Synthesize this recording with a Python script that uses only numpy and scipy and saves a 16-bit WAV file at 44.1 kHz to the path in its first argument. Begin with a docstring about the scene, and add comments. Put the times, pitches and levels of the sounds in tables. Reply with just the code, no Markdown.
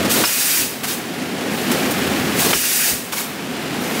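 """A steady drive and conveyor rumble in a factory hall, with soft knocks on a machine housing.
Over it a bottle blow-moulding machine runs two cycles: a valve vents, the mould slides shut and
clacks, blowing air is dumped, the mould thumps open, a valve knocks out two short puffs.
Jets are turbulent noise; struck steel rings in decaying modes.
Gain control ducks the rumble under each blast and lets it swell back slowly."""
import sys
import numpy as np
from scipy import signal
from scipy.fft import rfft, irfft
from scipy.io import wavfile
from scipy.ndimage import uniform_filter1d

SR = 44100
rng = np.random.default_rng(int(sys.argv[2]) if len(sys.argv) > 2 else 0)


def generate_wav(signal):
    """Clip the signal to [-1, 1] and save it as 16-bit WAV at the path in sys.argv[1]."""
    frames = np.transpose(np.atleast_2d(signal))
    scaled = np.clip(frames, -1, 1) * 32767
    pcm = np.round(scaled).astype(np.int16)
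    wavfile.write(sys.argv[1], SR, pcm)


N = 176400
T = np.arange(N) / SR

# machine cycles: start_s; each offset_s below counts from these
CYCLE_STARTS_S = [-2.195, 0.094, 2.383]
# drive and conveyor spectrum: freq_hz, level_db
RUMBLE_SPECTRUM = [(25, -40), (62, -37), (100, -16), (135, -7.5), (190, -2.5), (250, -0.5), (305, -4.8),
                   (370, -5.3), (500, -9.3), (600, -12), (730, -9.5), (900, -15), (1700, -14.5),
                   (2700, -16), (4000, -21), (7000, -26.5), (11000, -30.5), (15500, -33.5)]
# motor tones: pitch_hz, wander_hz, level_db
MOTOR_TONES = [(88.5, 1.3, -44.5), (252.9, 10.08, -32), (532, 5.22, -41.5), (2960, 20, -54)]
# chain motor advancing the preforms: offset_s, attack_s, hold_s, t60_s, level_db
GROAN = (1.84, .16, .52, .1, -38)
# conveyor blows on the housing: start_s, level_db
KNOCKS = [(.006, -21), (.045, -14), (.205, -11), (1.745, -16), (1.875, -19), (2.095, -13.5), (2.116, -23),
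          (2.478, -15)]
# housing modes: pitch_hz, level_db, t60_s
HOUSING_MODES = [(200, -6, 0.13), (240, -2, 0.14), (281, -11, 0.19), (372, -5, 0.09), (537, -5.5, 0.054)]
# air spits as preforms advance: start_s, attack_s, hold_s, t60_s, level_db, tilt_db_per_octave
SPITS = [(.045, .004, .01, .15, -26, -1.5), (1.714, .002, .005, .09, -18.5, -.1),
         (1.907, .002, .006, .13, -23, 2.2), (2.335, .035, .03, .1, -26, .5)]
# valve jets: offset_s, attack_s, hold_s, t60_s, level_db, tilt_db_per_octave
VENTS = [(-.002, .025, .16, .25, -12.1, 0.2), (.735, .010, .014, .08, -13.5, -.6),
         (.758, .035, .03, .29, -12.3, 0), (1.408, .02, .12, 9.0, -33.7, 2.3)]
# vent and spit spectrum: freq_hz, level_db
VENT_SPECTRUM = [(100, -27), (400, -7), (800, 1), (2500, 0.5), (4000, 0), (7000, 0.5), (11000, 0),
                 (15500, -0.5)]
# blowing-air dump: offset_s, attack_s, hold_s, t60_s, level_db
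DUMP = (0.12, .045, .356, .35, -4.9)
# dump spectrum: freq_hz, level_db
DUMP_SPECTRUM = [(100, -23), (600, -8.5), (1250, -6.5), (1800, 1), (2200, -.5), (2600, 1.8), (3500, -2.8),
                 (4800, 0.5), (6500, 0.5), (8800, 1.2), (11000, 0), (15500, -0.5)]
# dump whistles: pitch_hz, width_hz, relative_db
WHISTLES = [(2902, 25, -31), (4713, 15, -28), (5310, 35, -29), (8764, 15, -25)]
# mould shutting, mould opening, chain advancing: offset_s, attack_s, hold_s, t60_s, level_db
SLIDES = [(.061, .006, .067, .2, -10), (.48, .04, .04, .9, -19.5), (1.55, .06, .05, .35, -25.5)]
# slide spectrum: freq_hz, level_db
SLIDE_SPECTRUM = [(30, -42), (70, -21), (140, -6.5), (280, -4), (450, -4), (800, -12), (1500, -14.5),
                  (4000, -16.5), (15000, -26)]
# mould locking: start_s, attack_s, hold_s, t60_s, level_db
CLACKS = [(.2375, .001, .006, .065, -1), (2.530, .001, .004, .035, 0.5)]
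# steel impact spectrum: freq_hz, level_db
CLACK_SPECTRUM = [(60, -21), (300, -7), (800, -3), (1400, 2), (2000, -2.5), (3200, -2.5), (4500, -12.5),
                  (15000, -32)]
# lock modes: pitch_hz, level_db, t60_s
LOCK_MODES = [(1380, -12, .07), (1863, -12, .05), (2735, -15, .08), (2898, -12.5, .5)]
# steel squeals on locking: start_s, pitch_hz, length_s, level_db
SQUEALS = [(.247, 5330, .016, -4.5), (2.533, 2920, .009, -5), (2.542, 5400, .019, -8.5)]
# mould carriage thumps: start_s, attack_s, hold_s, t60_s, level_db
THUMPS = [(0.585, 0.032, 0.025, 0.2, -17), (2.543, .008, 0.012, 0.14, -11),
          (2.904, 0.013, 0.021, 0.13, -17)]
# thump spectrum: freq_hz, level_db
THUMP_SPECTRUM = [(25, -22), (50, -7), (85, 0), (135, -1.5), (220, 0), (380, .5), (550, -9), (1000, -18),
                  (4000, -40)]
# valve spool hit and bounce: offset_s, level_db
VALVE_HITS = [(.740, -14), (.749, -13.5)]
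# valve body modes: pitch_hz, level_db, t60_s
VALVE_MODES = [(760, -9, .08), (1153, -4, 0.088), (1544, -10.5, 0.045), (2620, -6, .07), (3630, -8, .04),
               (4520, -16, .06)]

CUTOFF_HZ, STEEL_CONTACT_S = 15750, .0005


def from_db(db):
    """Decibels to gain."""
    return 10 ** (np.asarray(db) / 20)


def unit_rms(x):
    """Scale to unit power."""
    return x / np.sqrt(np.mean(x ** 2) + 1e-20)


def drift(rate_hz):
    """Smooth random motion, unit RMS."""
    hop, warmup = 40, 2000
    pole = np.exp(-2 * np.pi * rate_hz * hop / SR)
    white = rng.standard_normal(N // hop + warmup + 2)
    slow = signal.lfilter([1], [1, -2 * pole, pole * pole], white)[warmup:]
    return np.interp(np.arange(N) / hop, np.arange(len(slow)), unit_rms(slow))


def noise(spectrum, tilt_db_per_octave=0):
    """Shaped noise, unit RMS."""
    hz = np.maximum(np.arange(N // 2 + 1) * SR / N, 1)
    points_hz, points_db = np.transpose(spectrum)
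    shape_db = np.interp(np.log(hz), np.log(points_hz), points_db)
    gain = from_db(shape_db + tilt_db_per_octave * np.log2(hz)) * (hz < CUTOFF_HZ)
    return unit_rms(irfft(rfft(rng.standard_normal(N)) * gain, N))


def tone(pitch_hz, wander_hz, rate_hz=12):
    """Sine with wandering pitch, unit RMS."""
    return np.sqrt(2) * np.sin(2 * np.pi * np.cumsum(pitch_hz + wander_hz * drift(rate_hz)) / SR)


def envelope(start_s, attack_s, hold_s, t60_s, level_db):
    """Linear rise, hold, exponential fade."""
    fade_db = 60 * np.maximum(T - start_s - attack_s - hold_s, 0) / t60_s
    return np.clip((T - start_s) / attack_s, 0, 1) * from_db(level_db - fade_db)


def each_cycle(offset_s, *shape):
    """One envelope per machine cycle."""
    return sum(envelope(start_s + offset_s, *shape) for start_s in CYCLE_STARTS_S)


def flicker(x, depth_db, rate_hz, count=10):
    """Near-octave bands swell and sink independently."""
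    log_hz = np.log(np.maximum(np.arange(N // 2 + 1) * SR / N, 1))
    centres, spectrum = np.log(np.geomspace(70, CUTOFF_HZ, count)), rfft(x)
    bands = (irfft(spectrum * np.interp(log_hz, centres, share), N) for share in np.eye(count))
    return sum(band * from_db(depth_db * drift(rate_hz)) for band in bands)


def struck(blows, modes, attack_s):
    """Each blow rings all modes, strengths slightly scattered."""
    out = np.zeros(N)
    for start_s, blow_db in blows:
        for pitch_hz, mode_db, t60_s in modes:
            ring = envelope(start_s, attack_s, 0, t60_s, blow_db + mode_db + rng.normal(0, 1.0))
            out += ring * np.sin(2 * np.pi * pitch_hz * (T - start_s))
    return out


def drive(rumble_db=-19.5, split_hz=900, rattle_depth_db=.8):
    """Lumpy rumble below, fast chain rattle above, motor hum and groan."""
    bed = from_db(rumble_db) * noise(RUMBLE_SPECTRUM)
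    rumble = signal.sosfiltfilt(signal.butter(2, split_hz, fs=SR, output="sos"), bed)
    rattle = (bed - rumble) * from_db(rattle_depth_db * drift(rate_hz=63))
    hum = sum(from_db(db) * tone(hz, wander_hz) for hz, wander_hz, db in MOTOR_TONES)
    groan = each_cycle(*GROAN) * tone(pitch_hz=86, wander_hz=9)
    return flicker(rumble + hum + groan, depth_db=1.17, rate_hz=10) + rattle


def conveyor_knocks():
    """Soft blows ring the housing's low modes."""
    return struck(KNOCKS, HOUSING_MODES, attack_s=.0043)


def frame_echoes(jet, max_delay_s=.011, gain=.12, count=8):
    """Short reflections comb-filter a jet."""
    lags = (rng.uniform(.04, 1, count) * max_delay_s * SR).astype(int)
    return unit_rms(jet + gain * sum((-1) ** k * np.roll(jet, lag) for k, lag in enumerate(lags)))


def air_jets():
    """Turbulent valve jets; the big dump whistles faintly."""
    vents = sum(each_cycle(*shape) * frame_echoes(noise(VENT_SPECTRUM, tilt)) for *shape, tilt in VENTS)
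    spits = sum(envelope(*shape) * noise(VENT_SPECTRUM, tilt) for *shape, tilt in SPITS)
    whistles = sum(from_db(db) * drift(width_hz) * tone(hz, width_hz / 2)
                   for hz, width_hz, db in WHISTLES)
    dump = each_cycle(*DUMP) * (frame_echoes(noise(DUMP_SPECTRUM)) + whistles)
    return flicker(vents + spits + dump, depth_db=.9, rate_hz=28)


def mould(rasp_db=3.5):
    """Slides rumble, the steel lock clacks, rings and squeals, the carriage thumps."""
    slides = sum(each_cycle(*row) for row in SLIDES) * noise(SLIDE_SPECTRUM)
    clacks = sum(envelope(*row) for row in CLACKS) * noise(CLACK_SPECTRUM)
    ring = struck([(start_s, db) for start_s, *_, db in CLACKS], LOCK_MODES, STEEL_CONTACT_S)
    squeals = np.zeros(N)
    for start_s, pitch_hz, length_s, level_db in SQUEALS:
        arch = np.sin(np.pi * np.clip((T - start_s) / length_s, 0, 1))
        squeal = tone(pitch_hz, wander_hz=130, rate_hz=120)
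        squeals += arch * squeal * from_db(level_db + rasp_db * drift(rate_hz=160))
    thumps = sum(envelope(*row) for row in THUMPS) * noise(THUMP_SPECTRUM)
    return slides + clacks + ring + squeals + thumps


def valve_knocks(crack_t60_s=.055):
    """The spool hits its stop and bounces: a crack and a short body ring."""
    hits = [(cycle_s + offset_s, db) for cycle_s in CYCLE_STARTS_S[1:] for offset_s, db in VALVE_HITS]
    cracks = sum(envelope(start_s, STEEL_CONTACT_S, 0, crack_t60_s, db) for start_s, db in hits)
    return cracks * noise(CLACK_SPECTRUM) + struck(hits, VALVE_MODES, STEEL_CONTACT_S)


def hall(x, wet_db=-14):
    """Diffuse, evenly decaying reverberation."""
    decay = envelope(start_s=.032, attack_s=.012, hold_s=0, t60_s=.83, level_db=0)
    tail = rng.standard_normal(N) * decay
    return from_db(wet_db) * signal.fftconvolve(x, tail / np.linalg.norm(tail))[:N]


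def scene():
    """Machine dead ahead, same in both ears."""
    cycles = air_jets() + mould() + valve_knocks()
    return np.tile(cycles + hall(cycles) + conveyor_knocks() + drive(), (2, 1))


def record(dry):
    """Gain control, fast attack and slow recovery; then a steep low-pass."""
    sense_highpass_hz, sense_s, threshold_db = 396, .035, -16.5
    attack_s, recovery_db_per_s = .0039, 10
    highpass = signal.butter(1, sense_highpass_hz, "high", fs=SR, output="sos")
    sensed = signal.sosfilt(highpass, dry.mean(axis=0))
    power = np.abs(uniform_filter1d(sensed ** 2, int(sense_s * SR)))
    excess_db = np.maximum(10 * np.log10(power + 1e-12) - threshold_db, 0)
    ramp_db = recovery_db_per_s * T
    cut_db = np.maximum.accumulate(excess_db + ramp_db) - ramp_db  # peak hold, linear release
    pole = np.exp(-1 / (attack_s * SR))
    ducked = dry * from_db(-signal.lfilter([1 - pole], [1, -pole], cut_db))
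    return signal.sosfilt(signal.ellip(12, .1, 80, CUTOFF_HZ, fs=SR, output="sos"), ducked)


dry = scene()
out = record(dry)
generate_wav(out)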